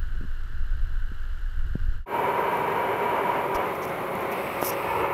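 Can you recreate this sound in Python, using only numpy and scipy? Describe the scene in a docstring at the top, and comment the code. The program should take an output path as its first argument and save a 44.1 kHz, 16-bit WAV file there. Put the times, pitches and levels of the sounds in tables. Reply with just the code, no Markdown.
"""A deep handling rumble comes first, with soft knocks and muffled water: a garden brook, heard from
a microphone inside a small plastic camera carried along it. Then the scene changes to the window of
a climbing airliner, where airflow and engines roar and ring in the case, with faint turbine whines.
Right at the microphone a hand closes round the case and damps its ringing, rubs and clicks on it,
then presses it to the window, where it rings again."""
import sys
import numpy as np
from scipy import signal
from scipy.fft import rfft, irfft
from scipy.io import wavfile
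from scipy.ndimage import uniform_filter1d

SR = 44100
rng = np.random.default_rng(int(sys.argv[2]) if len(sys.argv) > 2 else 0)


def wrap_up_sound(samples):
    """Save the sound to the file named by the first command line argument, as 16-bit audio."""
    columns = np.atleast_2d(samples).T
    # keep every value between -1 and 1, then stretch to whole-number steps
    tamed = np.clip(columns, -1, 1)
    steps = np.round(tamed * 32767).astype(np.int16)
    wavfile.write(sys.argv[1], SR, steps)


N = 226432
T = np.arange(N) / SR
HZ = np.maximum(np.arange(N // 2 + 1) * SR / N, 1)


# Airflow and engines at the window seat: f/Hz, relative level/dB
ROAR_SPECTRUM = [(25, -23), (60, -13), (110, -6), (170, -3.5), (280, -5), (420, 0), (700, -0.5), (1200, -2),
                 (1700, -13), (2100, -8), (2600, -14), (3200, -23.5), (4500, -36.5), (7000, -40.5)]
# Resonances of the case round the microphone, in each hold: f/Hz, width/Hz, boost/dB
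LOOSE_MODES = [(395, 39, 10), (548, 225, 4), (957, 98, 13.5), (1600, 300, 6.5), (3020, 240, 4.5)]
GRIPPED_MODES = [(376, 48, 8.5), (1026, 46, 3.5), (2720, 460, -2)]
PRESSED_MODES = [(90, 130, 8), (240, 97, -8.5), (380, 86, 9), (478, 28, 9), (560, 49, -1), (725, 180, -4.5),
                 (924, 175, 13), (1336, 120, 7), (1744, 24, 13.5), (2610, 390, 6.5)]
# Brief swells of the roar: t/s, added level/dB
ROAR_SWELLS = [(3.18, 1.5), (3.36, 2), (3.59, 1), (5.05, 2.5)]

def roar(grip, pressure, loose_db=-25, grip_db=-5, press_db=3.5, flutter_db=0.55, swell_s=0.029):
    """Turbulent noise rings the case; gripping damps it, pressing it to the window feeds it."""
    holds = (LOOSE_MODES, GRIPPED_MODES, PRESSED_MODES)
    loose, gripped, pressed = (noise(colour(ROAR_SPECTRUM, modes)) for modes in holds)
    in_hand = np.sqrt(1 - grip) * loose + np.sqrt(grip) * gripped
    swell_db = sum(db * np.exp(-((T - s) / swell_s) ** 2) for s, db in ROAR_SWELLS)
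    level_db = loose_db + grip_db * grip + press_db * pressure + swell_db + flutter_db * drift(7.9)
    return from_db(level_db) * (np.sqrt(1 - pressure) * in_hand + np.sqrt(pressure) * pressed)


# The hand closes round the case: t/s, length/s, firmness aimed for (0-1)
GRIPS = [(3.44, 0.086, 0.61), (3.668, 1.7, 0.96)]

def hand(ramp_s=0.12, pressed_s=4.9, lean_s=0.088):
    """Grip on the case and pressure against the window, both 0-1; the push is full at pressed_s."""
    grip = sum(firmness * held(s, length, ramp_s) for s, length, firmness in GRIPS)
    pressure = np.exp(np.minimum(T - pressed_s, 0) / lean_s)
    return np.clip(grip, 0, 1), pressure


# Handling rumble on the garden walk, right at the microphone: f/Hz, relative level/dB
RUMBLE_SPECTRUM = [(15, 2), (26, 3.5), (42, -12), (65, -9.5), (90, -23.5), (120, -26), (160, -37),
                   (240, -45.5), (380, -48.5), (600, -64.5)]
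# The case sways with the walk: t/s, length/s, added level/dB
SWAYS = [(0.0, 0.32, 2), (0.49, 0.557, 4), (1.57, 0.12, 4.5), (1.8, 0.21, 5)]

def handling_rumble(calm_db=-27, ramp_s=0.078):
    """Carrying shakes the case with a deep rumble that grows with each sway."""
    rumble = noise(colour(RUMBLE_SPECTRUM))
    rumble /= np.sqrt(uniform_filter1d(rumble ** 2, size=SR // 6))   # the walk alone sets the swell
    sway_db = sum(db * held(s, length, ramp_s) for s, length, db in SWAYS)
    return from_db(calm_db + sway_db) * rumble


# Knocks on the microphone's case: t/s, peak level/dB, ring f/Hz, upper edge f/Hz (higher is harder)
KNOCKS = [(0.21, -31, 220, 417), (0.226, -36, 216, 420), (0.237, -33, 220, 450), (0.249, -32.5, 190, 300),
          (1.117, -31.5, 174, 450), (1.754, -16, 158, 643), (3.547, -29.5, 45, 110), (4.152, -27, 220, 500),
          (4.627, -7, 613, 6000)]

def knocks(cycles=2.46, bass_edge=0.55):
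    """A blow gives the case one heavily damped swing; a soft contact takes the top off it."""
    out = np.zeros(N)
    for s, db, hz, edge_hz in KNOCKS:
        swing = ring(np.arange(N) == round(s * SR), hz, cycles / hz)
        swing = signal.sosfilt(signal.butter(3, edge_hz, fs=SR, output="sos"), swing)
        swing = signal.sosfilt(signal.butter(1, bass_edge * hz, "high", fs=SR, output="sos"), swing)
        out += from_db(db) * swing / np.abs(swing).max()
    return out


# Skin on plastic, right at the microphone: f/Hz, relative level/dB
FRICTION_SPECTRUM = [(2500, -23), (4500, -16), (5700, -1.5), (7000, -9), (9000, -7.5), (12000, 5),
                     (14000, 4.5), (15700, -10)]
# Finger slides: t/s, length/s, level/dB, brightness/(dB per octave)
RUBS = [(2.512, 0.053, -55, 1), (3.547, 0.017, -40.5, -13), (3.745, 0.019, -51, 0),
        (3.819, 0.033, -47.5, -13), (3.873, 0.031, -54, -7), (4.208, 0.025, -53, -1),
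        (4.314, 0.021, -44.5, -1.5), (4.613, 0.034, -39.5, -2), (4.642, 0.065, -32.5, -4.5),
        (4.713, 0.028, -42.5, -20)]
# Small sharp ticks of the case: t/s, relative level/dB
TICKS = [(2.533, -41), (2.572, -30), (3.853, -25.5), (4.154, -29.5), (4.207, -35), (4.647, -16)]

def fingers(edge_s=0.011, grain_db=1.3, tick_t60=0.0075):
    """Skin sticks and slips on the plastic in grainy bursts; the case ticks now and then."""
    friction = colour(FRICTION_SPECTRUM)
    grain = from_db(grain_db * drift(200))
    rubs = np.zeros(N)
    for s, length, db, brightness in RUBS:
        tilt = from_db(brightness * np.log2(HZ / HZ[-1]))
        rubs += from_db(db) * held(s, length, edge_s) * grain * noise(friction * tilt)
    tick_decays = sum(from_db(db - 60 * np.abs(T - s) / tick_t60) * (T >= s) for s, db in TICKS)
    return rubs + .5 * tick_decays * noise(friction)


# Shaft and turbine tones, heard from inside the cabin:
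# harmonic number, level/dB held loosely, change/dB at full grip, change/dB at full pressure
SHAFT_HARMONICS = [(1, -48, 8, 4), (4, -46.5, -8, 6), (5, -59, -12, 6)]
TURBINE_HARMONICS = [(3, -72.5, -4, 1), (4, -72.5, 3.5, -1)]

def engines(grip, pressure, turbine_hz=2412.5):
    """The shaft hum sags and partly recovers; two turbine harmonics whine steadily far above it."""
    shaft = rotor(shaft_speed(), SHAFT_HARMONICS, grip, pressure, wander=.001, waver_db=1.0)
    turbine = rotor(turbine_hz, TURBINE_HARMONICS, grip, pressure, wander=.0006, waver_db=2.0)
    return shaft + turbine


def shaft_speed(climb_hz=575.3, sag_hz=30, ease_at_s=3.4, ease_s=.56, pick_up_s=4.3, hz_per_s=16):
    """Steady climb power, a smooth throttling back, then a slow pick-up; in Hz."""
    eased = .5 - .5 * np.cos(np.pi * np.clip((T - ease_at_s) / ease_s, 0, 1))
    return climb_hz - sag_hz * eased + hz_per_s * np.maximum(T - pick_up_s, 0)


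def rotor(hz, harmonics, grip, pressure, wander, waver_db):
    """Wavering harmonics of a spinning rotor; the hold decides how much reaches the microphone."""
    phase = 2 * np.pi * np.cumsum(hz * (1 + wander * drift(12.0))) / SR
    out = np.zeros(N)
    for number, loose_db, grip_db, press_db in harmonics:
        level_db = loose_db + grip_db * grip + press_db * pressure + waver_db * drift(24)
        out += np.sqrt(2) * from_db(level_db) * np.sin(round(number) * phase)
    return out


# Hiss through a gap between the fingers, close to the microphone: f/Hz, relative level/dB
GAP_SPECTRUM = [(1900, 4.5), (2600, 7), (3300, -9), (4500, -14.5), (5300, -15), (7000, -30), (9000, -20),
                (10500, -13), (13500, -12), (15700, -17)]

def finger_gap(open_s=4.315, length_s=0.707, ramp_s=0.026, hiss_db=-41.5,
               whistle_db=-62, whistle_hz=8080, half_width_hz=150, delay_s=0.045):
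    """As the fingers shift, a narrow gap lets in brighter hiss and, a moment later, a thin whistle."""
    hiss = held(open_s, length_s, ramp_s) * noise(colour(GAP_SPECTRUM))
    resonance = 1 / (1 + ((HZ - whistle_hz) / half_width_hz) ** 2)
    whistle = held(open_s + delay_s, length_s - delay_s, ramp_s) * noise(resonance)
    return from_db(hiss_db) * hiss + from_db(whistle_db) * whistle


# The brook beside the walk, heard through the case: f/Hz, relative level/dB
BROOK_SPECTRUM = [(300, -5), (700, -12), (1100, -11.5), (1700, -7.5), (2300, -18), (3400, -14.5),
                  (4800, -18.5), (6000, -23.5), (7700, -24), (9500, -32), (11000, -26.5), (12400, -34),
                  (13300, -29), (13700, -60)]
# Resonances of the case that colour the water: f/Hz, width/Hz, boost/dB
BROOK_CASE_MODES = [(1490, 640, 16.26), (2900, 410, 11.2), (4115, 75, 8.5)]

def brook(level_db=-50, splashes_per_s=600, splash_share=0.51, splash_t60=0.0058):
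    """Little splashes, each a short spray of noise, merge into a smooth rush, muffled by the case."""
    splashes = (rng.random(N) < splashes_per_s / SR) * rng.random(N)
    decay = from_db(-60 / (splash_t60 * SR))
    sprays = signal.lfilter([1], [1, -decay], splashes + 1e-18)
    water = rng.standard_normal(N) + splash_share * rms_one(sprays * rng.standard_normal(N))
    muffled = irfft(rfft(water) * colour(BROOK_SPECTRUM, BROOK_CASE_MODES), N)
    return from_db(level_db) * rms_one(muffled)


# Treble of the airflow at the window, behind the roar: f/Hz, relative level/dB
HISS_SPECTRUM = [(3500, -0.5), (5000, -11.5), (5800, -16), (6800, -14), (8700, -7.5), (10500, -2),
                 (12000, 5), (13500, -0.5), (15700, -6)]
# Narrow peaks in that hiss: f/Hz, width/Hz, boost/dB
HISS_PEAKS = [(12000, 160, 8.5), (4290, 58, 13.5)]

def airflow_hiss(level_db=-52.5, ripple_db=-2.5, spacing_hz=25):
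    """Air hisses steadily; many short reflections leave fine, irregular peaks and dips in its spectrum."""
    ripple = np.interp(HZ / spacing_hz, np.arange(N), rng.standard_normal(N))
    return from_db(level_db) * noise(colour(HISS_SPECTRUM, HISS_PEAKS) * from_db(ripple_db * ripple))


def camera_whine(hz=12904, frame_hz=48.0, sharpness=1.4, level_db=-75):
    """The electronics beside the microphone sing faintly in one short burst per picture frame."""
    bursts = np.exp(sharpness * np.cos(2 * np.pi * frame_hz * T))
    phase = 2 * np.pi * np.cumsum(hz + 15 * drift(20)) / SR
    return from_db(level_db) * rms_one(bursts * np.sin(phase))


def colour(spectrum, modes=()):
    """Gain at every frequency: a broad spectrum, falling 24 dB per octave outside, plus resonances."""
    hz, db = np.transpose(spectrum)
    octaves_outside = np.maximum(np.log2(hz[0] / HZ), 0) + np.maximum(np.log2(HZ / hz[-1]), 0)
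    level_db = np.interp(np.log(HZ), np.log(hz), db) - 24 * octaves_outside
    for centre, width, boost in modes:
        level_db += boost / (1 + (2 * (HZ - centre) / width) ** 2)
    return from_db(level_db)


def noise(gain):
    """Noise shaped by a gain at every frequency, rms 1."""
    return rms_one(irfft(rfft(rng.standard_normal(N)) * gain, N))


def drift(rate_hz):
    """Random wandering, mostly slower than rate_hz, rms 1."""
    return noise(1 / (1 + (HZ / rate_hz) ** 2))


def ring(clicks, hz, t60):
    """A unit click sets a damped sine ringing."""
    decay, step = from_db(-60 / (t60 * SR)), 2 * np.pi * hz / SR
    return signal.lfilter([0, np.sin(step)], [1, -2 * decay * np.cos(step), decay ** 2], clicks + 1e-18)


def held(start, length, ramp):
    """Rise towards 1, hold, fall; the ramps are centred on the two ends."""
    return np.clip(np.minimum(T - start, start + length - T) / ramp + .5, 0, 1)


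def from_db(db):
    """Decibels to gain."""
    return 10 ** (np.asarray(db) / 20)


def rms_one(x):
    """Scale to rms 1."""
    return x / np.sqrt(np.mean(x ** 2) + 1e-20)


def scene(garden_fade_s=1.956, change_s=2.058, cabin_full_s=2.148):
    """One microphone in two places: the brookside fades out, the window seat fades in."""
    garden = handling_rumble() + brook() + camera_whine()
    grip, pressure = hand()
    cabin = airflow_hiss() + roar(grip, pressure) + engines(grip, pressure) + finger_gap()
    outdoors = np.clip((change_s - T) / (change_s - garden_fade_s), 0, 1)
    aboard = np.clip((T - change_s) / (cabin_full_s - change_s), 0, 1)
    return (outdoors * garden + aboard * cabin + knocks() + fingers())[None]


def record(dry, cutoff_hz=15720):
    """The top of the microphone's signal is cut steeply."""
    return irfft(rfft(dry) / np.sqrt(1 + (HZ / cutoff_hz) ** 600), N)


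dry = scene()
out = record(dry)
wrap_up_sound(out)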